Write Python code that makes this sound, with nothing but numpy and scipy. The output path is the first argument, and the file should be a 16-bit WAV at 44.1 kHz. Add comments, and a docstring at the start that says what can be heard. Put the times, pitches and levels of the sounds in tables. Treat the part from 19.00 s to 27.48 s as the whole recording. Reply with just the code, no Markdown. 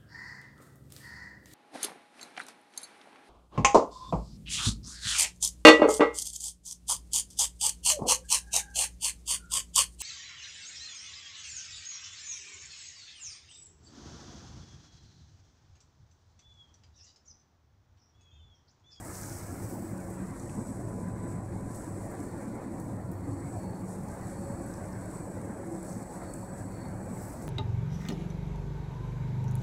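"""Cold gas vents from a tank and rolls as fog over a walled service yard. It opens with a blast of
hiss, spray and sputtering liquid; ventilation plant rumbles and hums behind it throughout, and a
motor drive's inverter whines thinly. From 1 s the spray dies back and the fizzing jet surges and
spits; now and then a duct booms. The sharpest spit comes at 7.3 s; after 8 s the spray picks up."""
import sys
import numpy as np
from scipy import signal
from scipy.fft import rfft, irfft
from scipy.io import wavfile

SR = 44100
rng = np.random.default_rng(int(sys.argv[2]) if len(sys.argv) > 2 else 0)


def int16_out(signal):
    """Quantize to a 16-bit WAV file."""
    q = np.round(np.clip(np.atleast_2d(signal).T, -1, 1) * 32767)
    wavfile.write(sys.argv[1], SR, q.astype(np.int16))


N = 373968

# hiss of the steady flow between surges: (time [s], level [dB])
FLOW_LEVEL = [(0, -57), (.9, -58.5), (1.6, -58.5), (2.5, -62), (3.0, -58), (3.6, -62.5), (4.05, -65.5),
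              (4.7, -61.5), (5.18, -60), (5.4, -58), (6.5, -61), (7.1, -58.5), (7.8, -62.5), (8.48, -57.5)]
RISE_PER_FALL = 0.47   # rise time over fall time of surges and sputters


def vent(lift_db):
    """A fluttering jet with droplets in it; surges lift the hiss and, less so, a finer, brighter spray."""
    # jet hiss: (frequency [Hz], relative density [dB])
    hiss_spectrum = [(2500, -32), (3200, -35), (4000, -18.5), (4900, -13.5), (5700, -8.5), (6400, -8.5),
                     (7300, -2), (8200, 1.5), (9500, -4.5), (11000, -9.5), (12000, -13.5), (13000, -25),
                     (16000, -41)]
    # fine spray: (frequency [Hz], relative density [dB])
    spray_spectrum = [(3000, -6), (4000, -19), (4900, 1.5), (5700, 2.5), (8000, -2), (11000, 6), (13000, 4),
                      (16000, 3)]
    # fine spray before surges: (time [s], level [dB])
    spray_level = [(0, -61), (.2, -54), (.38, -55.5), (.54, -59.5), (.69, -56), (1.0, -66), (1.35, -71),
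                   (2.4, -75), (2.95, -70), (3.6, -73), (4.0, -74), (4.42, -74), (4.6, -70), (5.25, -69),
                   (6.1, -70), (6.5, -73), (6.9, -69), (8.05, -71.5), (8.25, -59.5), (8.48, -65)]
    spray_follows = 0.15
    flutter_db = 0.66 * drift(39) + drift(23)
    jet = coloured(rng.standard_normal(N) + 0.36 * fizz(per_s=300, spread_db=4.6), hiss_spectrum)
    spray = coloured(rng.standard_normal(N) + 0.36 * fizz(per_s=500, spread_db=4.4), spray_spectrum)
    jet_db = in_time(FLOW_LEVEL) + lift_db + flutter_db
    spray_db = in_time(spray_level) + spray_follows * lift_db + flutter_db
    return jet * from_db(jet_db) + spray * from_db(spray_db)


def surge_lift_db():
    """Surges of gas add their power to the steady flow and so raise the hiss."""
    # surges: (crest time [s], level [dB], fall time [s])
    surges = [(.14, -50.5, 0.36), (.65, -55, .07), (1.45, -58.5, 0.19), (1.67, -62, 0.18),
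              (2.29, -64, 0.11), (2.68, -60, 0.067), (2.77, -55, 0.089), (3.2, -64, .07), (3.42, -62, 0.06),
              (3.78, -66, 0.2), (4.32, -63, 0.088), (4.52, -61.5, .13), (4.9, -55, 0.079),
              (5.11, -60, 0.032), (5.3, -59, 0.11), (5.63, -67, 0.17), (6.13, -59, 0.14), (6.74, -62, .06),
              (6.87, -58.5, 0.14), (7.14, -62, 0.069), (7.38, -60, .08), (7.59, -61.5, 0.1),
              (8.19, -58.5, 0.15)]
    flow_db = in_time(FLOW_LEVEL)
    power = sum((from_db(db - flow_db) * swell(s, RISE_PER_FALL * fall_s, fall_s)) ** 2
                for s, db, fall_s in surges)
    return 10 * np.log10(1 + power)


def sputters():
    """Liquid caught in the jet crackles in short runs, lower and coarser than the hiss."""
    # runs of crackle: (crest time [s], level [dB], fall time [s])
    runs = [(.15, -53, 0.074), (.25, -55.5, 0.071), (.38, -57.5, 0.14), (.65, -65, .045), (1.45, -67, 0.14),
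            (6.9, -65, 0.067), (8.4, -67, .12)]
    # crackle: (frequency [Hz], relative density [dB])
    spectrum = [(3200, -24), (4400, -8), (5200, 0), (5900, 4), (7000, 3.5), (8000, -13), (10000, -20),
                (13000, -28)]
    envelope = sum(from_db(db) * swell(s, RISE_PER_FALL * fall_s, fall_s) for s, db, fall_s in runs)
    crackle = coloured(rng.standard_normal(N) + 0.49 * fizz(per_s=440, spread_db=9.5), spectrum)
    return crackle * envelope * from_db(1.4 * drift(50))


def spits(crack_s, echo_db):
    """Each spit cracks, echoes round the yard and throws out a bright sizzle of droplets."""
    # spits: (time [s], onset level [dB], centre [Hz], width [octaves], sizzle level [dB])
    events = [(1.002, -55, 8800, .6, -78), (1.1015, -57, 12000, .3, -78), (1.3967, -52, 6460, 0.37, -80),
              (1.456, -52, 9300, .4, -80), (1.493, -52, 2330, 0.51, -85), (1.551, -53, 7500, .7, -80),
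              (2.7464, -49, 7600, .75, -69), (2.756, -46, 9400, .45, -76), (3.1119, -63, 13000, .5, -73),
              (3.203, -52, 7840, 0.59, -76), (3.799, -49.5, 8300, .6, -66), (4.1151, -58, 8700, .5, -65),
              (5.0843, -55, 7000, .7, -78), (5.6611, -53, 10500, .35, -74), (5.738, -53, 5840, 0.43, -80),
              (5.928, -55.5, 5170, .18, -80), (6.112, -54, 9000, .5, -73), (6.828, -49, 9000, 0.5, -79),
              (6.8468, -53, 7500, .8, -75), (6.8912, -53, 6300, .4, -78), (6.927, -54, 6060, .35, -78),
              (7.337, -43, 8400, 0.42, -66.5)]
    # sizzle: (frequency [Hz], relative density [dB])
    sizzle_spectrum = [(5000, -17), (8000, -6), (11500, -3), (12800, -2), (14500, -2), (16000, -4)]
    sizzle_decay_s, sizzle_onset_db = 0.085, 7
    t = np.arange(SR // 2) / SR
    crack_shape = np.exp(-np.minimum((t / crack_s) ** 2, 40))
    sizzle_shape = from_db(sizzle_onset_db) * crack_shape + np.exp(-t / sizzle_decay_s)
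    cracks, sizzle_gain = np.zeros(N), np.zeros(N)
    for s, db, hz, octaves, sizzle_db in events:
        edges_hz = np.clip([hz * 2 ** (-octaves / 2), hz * 2 ** (octaves / 2)], 100, 0.45 * SR)
        bandpass = signal.butter(2, edges_hz, "band", fs=SR, output="sos")
        band = rms_one(signal.sosfilt(bandpass, rng.standard_normal(len(t))))
        span = slice(round(s * SR), round(s * SR) + len(t))
        cracks[span] += from_db(db) * band * crack_shape
        sizzle_gain[span] += from_db(sizzle_db) * sizzle_shape
    echo = from_db(echo_db) * yard(cracks)
    sizzle = sizzle_gain * coloured(rng.standard_normal(N), sizzle_spectrum)
    return cracks + echo + sizzle


def fizz(per_s, spread_db):
    """Tiny droplets burst at random, in widely differing sizes; rms 1."""
    bursts = rng.random(N) < per_s / SR
    sizes = from_db(spread_db * np.minimum(rng.exponential(1, N), 4))
    return rms_one(bursts * sizes * rng.choice([-1, 1], N))


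def yard(x, t60_s=0.59, delay_s=0.012):
    """Diffuse wall reflections arrive late and die away."""
    t = np.arange(SR) / SR
    tail = rng.standard_normal(SR) * from_db(-60 * t / t60_s) * (t > delay_s)
    return signal.fftconvolve(x, tail / np.sqrt(np.sum(tail ** 2)))[:N]


def ventilation_air():
    """Distant ventilation: a deep rumble under two bands of churning air."""
    # rumble: (frequency [Hz], relative density [dB])
    rumble_spectrum = [(15, -50), (28, -6), (46, 13.5), (62, 12), (85, 13.5), (130, 10.5), (200, -32)]
    # rumble: (time [s], level [dB])
    rumble_level = [(0, -48.5), (.7, -54), (1.5, -49), (2.7, -49.5), (3.7, -60), (4.55, -49), (5.7, -49.5),
                    (6.95, -52.5), (7.6, -51.5), (8.48, -47)]
    # low air rush: (frequency [Hz], relative density [dB])
    low_spectrum = [(200, -21), (420, 1.5), (560, 3), (780, 1.5), (1000, -3), (1250, -13), (1600, -41)]
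    # low air rush: (time [s], level [dB])
    low_level = [(0, -52.5), (.9, -49.5), (2.3, -49.5), (3.6, -48), (4.35, -48.5), (4.7, -46.5), (5.1, -48),
                 (8.48, -48.5)]
    # high air rush: (frequency [Hz], relative density [dB])
    high_spectrum = [(900, -3), (1250, 1), (1600, 1), (2050, -3.5), (2400, -10), (2750, -21), (3200, -25),
                     (4000, -20)]
    # high air rush: (time [s], level [dB])
    high_level = [(0, -52.5), (.9, -58), (1.2, -54.5), (1.65, -57.5), (2.1, -57.5), (3.4, -56.5),
                  (4.1, -58.5), (4.45, -57), (4.8, -58), (5.4, -55.5), (6.2, -55.5), (6.8, -56.5),
                  (8.48, -56)]
    low = coloured(churning(spread_db=2.6, bands=24), low_spectrum)
    high = coloured(churning(spread_db=3.1, bands=34), high_spectrum)
    rumble = coloured(rng.standard_normal(N), rumble_spectrum)
    rumble *= from_db(in_time(rumble_level) + 1.4 * drift(11))
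    low *= from_db(in_time(low_level) + 1.3 * drift(26))
    high *= from_db(in_time(high_level) + drift(5))
    return rumble + low + high


def duct_drone():
    """Air drones in ducts that the fans keep ringing; the ringing follows the drone's level."""
    # drone: (frequency [Hz], relative density [dB])
    spectrum = [(60, -9.5), (125, 4.5), (155, 1.5), (215, 2.5), (310, 0.5), (400, -7), (520, -12.5),
                (700, -19.5)]
    # drone: (time [s], level [dB])
    level = [(0, -49.5), (.4, -45), (.65, -41), (1.2, -42), (1.5, -40), (2.2, -41), (3.1, -41), (3.5, -40),
             (4.3, -42), (5.1, -44), (5.5, -40.5), (6.75, -43.5), (7.2, -45.5), (7.8, -42), (8.48, -43.5)]
    # duct resonances: (frequency [Hz], width [Hz], level at mean drone [dB])
    resonances = [(111.3, 7.4, -51.5), (151.7, 2.6, -59), (238, 18, -67), (274.8, 7.7, -56),
                  (341.5, 25, -53.5), (537.4, 24, -62.5), (1124, 43, -69.5)]
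    drone_db = in_time(level)
    air = coloured(churning(spread_db=3.0, bands=5, top_hz=400), spectrum)
    ringing = sum(from_db(db) * narrow_noise(hz, width_hz) for hz, width_hz, db in resonances)
    return air * from_db(drone_db) + ringing * from_db(drone_db - np.mean(drone_db))


def duct_booms(swell_s=0.11):
    """Gusts in the ducts make one resonance swell and fade."""
    # booms: (crest time [s], frequency [Hz], level [dB])
    booms = [(.85, 325, -45), (1.15, 335, -46), (3.15, 276, -45), (4.35, 280, -42.5), (6.3, 290, -48),
             (6.75, 332, -40.5)]
    return sum(from_db(db) * swell(s, swell_s, swell_s) * tone(hz, width_hz=39, scatter=1.1)
               for s, hz, db in booms)


def fans(blade_hz, hum_hz=100, whistle_hz=1004):
    """Mains hum of the motors, the blade rate with its third harmonic, and a faint whistle."""
    # motor hum: (time [s], level [dB])
    motor_level = [(0, -49), (.35, -42), (1.5, -49), (2.1, -43.5), (3.15, -44), (3.5, -52.5), (4.1, -40),
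                   (5.0, -50), (6.45, -47.5), (6.75, -72), (7.2, -64), (7.6, -45), (8.48, -51.5)]
    # blade hum: (time [s], level [dB])
    blade_level = [(0, -50), (.4, -54.5), (.8, -46), (1.2, -42), (1.5, -52), (1.8, -45.5), (2.9, -44.5),
                   (3.4, -58), (4.05, -39), (4.4, -53), (4.88, -40), (5.15, -45), (5.5, -44), (6.1, -49),
                   (6.7, -46), (7.15, -49), (8.1, -43), (8.48, -60)]
    # third blade harmonic: (time [s], level [dB])
    third_level = [(0, -67), (.8, -57), (4.0, -58), (5.0, -61), (5.45, -48), (6.0, -65), (6.3, -55),
                   (7.6, -55), (8.48, -66)]
    # whistle: (time [s], level [dB])
    whistle_level = [(0, -63), (.7, -71), (1.12, -67), (1.3, -59), (1.75, -61.5), (2.15, -56), (2.55, -59),
                     (3.1, -60.5), (4.05, -62), (4.4, -69), (8.48, -68)]
    motor = tone(hum_hz, width_hz=62, scatter=1.0) * from_db(in_time(motor_level))
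    blades = tone(blade_hz, width_hz=29, scatter=1.0) * from_db(in_time(blade_level))
    third = tone(3 * blade_hz, width_hz=29, scatter=0.98) * from_db(in_time(third_level))
    whistle = tone(whistle_hz, width_hz=25, scatter=0.5) * from_db(in_time(whistle_level))
    return motor + blades + third + whistle


def inverter(lift_db, switching_hz=4000, carrier_db=-90.5):
    """Switching sidebands whine: the lower cluster flutters and flares, the upper swells with the hiss."""
    # sidebands above the switching rate: (frequency [Hz], relative level [dB])
    lower_tones = [(4398, -14), (4423, -7), (4437, -1), (4518, -12), (4558, -15)]
    # sidebands round twice that rate: (frequency [Hz], relative level [dB])
    upper_tones = [(7798, -5.5), (7918, -4), (7958, -8.5), (7998, -13.5), (8038, -8), (8079, -6.5),
                   (8197, -19)]
    # lower cluster between flares: (time [s], gain [dB])
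    lower_gain = [(0, -80), (.6, -78), (1.1, -86), (2.5, -85), (3.05, -79), (3.7, -81), (4.05, -83),
                  (4.5, -88), (5.0, -84), (5.45, -70), (5.8, -77), (6.15, -74), (6.4, -85), (7.55, -86),
                  (7.9, -84), (8.48, -75)]
    # upper cluster before surges: (time [s], gain [dB])
    upper_gain = [(0, -72), (.15, -64), (.6, -67), (.86, -63), (1.02, -73), (1.16, -60), (1.27, -70),
                  (1.7, -63), (1.95, -70), (2.3, -63), (2.55, -74), (2.78, -63.5), (3.55, -75), (3.85, -70),
                  (4.1, -77), (4.52, -62.5), (5.1, -78), (5.45, -59), (5.88, -66.5), (6.2, -59.5),
                  (6.45, -67), (6.8, -62.5), (7.58, -61.5), (7.77, -66), (8.2, -63), (8.48, -68)]
    # flares of the lower cluster: (crest time [s], gain [dB])
    flares = [(.85, -84), (1.45, -82), (3.42, -86), (4.28, -78), (4.69, -71.5), (6.93, -76.5),
              (7.33, -70.5), (7.81, -70)]
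    flare_s, upper_follows = 0.15, 0.81
    flaring = sum(from_db(db) * swell(s, flare_s, flare_s) for s, db in flares)
    lower = sum(from_db(db) * tone(hz, width_hz=80, scatter=0.8) for hz, db in lower_tones)
    upper = sum(from_db(db) * tone(hz, width_hz=14, scatter=0.51) for hz, db in upper_tones)
    flutter = from_db(1.2 * drift(16))
    carrier = from_db(carrier_db) * tone(switching_hz, width_hz=30, scatter=0.6)
    lower *= flutter * (from_db(in_time(lower_gain)) + flaring)
    upper *= from_db(in_time(upper_gain) + upper_follows * lift_db)
    return carrier + lower + upper


def churning(spread_db, bands, top_hz=3500, rate_hz=12):
    """Turbulent noise whose bands each swell and sink on their own."""
    hz = np.arange(N // 2 + 1) * SR / N
    band_of_bin = np.round(np.interp(np.sqrt(hz), np.sqrt([100, top_hz]), [0, bands - 1]))
    white = rfft(rng.standard_normal(N))
    return sum(irfft(white * (band_of_bin == k), N) * from_db(spread_db * np.minimum(drift(rate_hz), 2))
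               for k in range(bands))


def tone(hz, width_hz, scatter):
    """A steady tone plus its share scattered by walls and moving air; rms 1."""
    direct = np.sqrt(2) * np.sin(2 * np.pi * (hz * np.arange(N) / SR + rng.random()))
    return rms_one(direct + scatter * narrow_noise(hz, width_hz))


def narrow_noise(hz, width_hz):
    """A resonance driven by turbulence, wandering in strength and phase; rms 1."""
    phase = 2 * np.pi * hz * np.arange(N) / SR
    return rms_one(drift(width_hz / 2) * np.cos(phase) + drift(width_hz / 2) * np.sin(phase))


def drift(rate_hz):
    """Smooth random wander, mostly slower than rate_hz; rms 1."""
    steps = np.arange(0, N + 64, 64)
    hz = np.arange(len(steps) // 2 + 1) * SR / N
    slow = irfft(rfft(rng.standard_normal(len(steps))) / (1 + (hz / rate_hz) ** 2), len(steps))
    return np.interp(np.arange(N), steps, rms_one(slow))


def coloured(x, spectrum):
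    """Filter by (frequency [Hz], gain [dB]) points, falling 30 dB an octave above the last; rms 1."""
    hz, db = np.transpose(spectrum)
    octave = np.log2(np.maximum(np.arange(N // 2 + 1) * SR / N, 1))
    rolloff_db = -30 * np.maximum(octave - np.log2(hz[-1]), 0)
    gain_db = np.interp(octave, np.log2(hz), db) + rolloff_db
    return rms_one(irfft(rfft(x) * from_db(gain_db), N))


def swell(crest_s, rise_s, fall_s):
    """Gaussian rise to 1 and Gaussian fall."""
    t = np.arange(N) / SR - crest_s
    width_s = np.where(t < 0, rise_s, fall_s)
    return np.exp(-np.minimum((t / width_s) ** 2, 40))


def in_time(curve):
    """Interpolate (time [s], value) points to every sample."""
    return np.interp(np.arange(N) / SR, *np.transpose(curve))


def from_db(db):
    """Decibels to gain."""
    return 10 ** (np.asarray(db) / 20)


def rms_one(x):
    """Scale to unit rms."""
    return x / np.sqrt(np.mean(x ** 2) + 1e-20)


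def scene():
    """The vent in front, machinery behind; uneven air flow makes drone and fans throb together."""
    throb = rms_one(from_db(1.2 * drift(16)))
    lift_db = surge_lift_db()
    gas = vent(lift_db) + sputters() + spits(crack_s=0.006, echo_db=-4)
    plant = ventilation_air() + throb * duct_drone() + duct_booms() + throb * fans(blade_hz=185.05)
    return (gas + plant + inverter(lift_db))[None]


def record(dry, cutoff_hz=15650):
    """Steep low-pass."""
    return signal.sosfilt(signal.ellip(12, 0.1, 80, cutoff_hz, fs=SR, output="sos"), dry)


dry = scene()
out = record(dry)
int16_out(out)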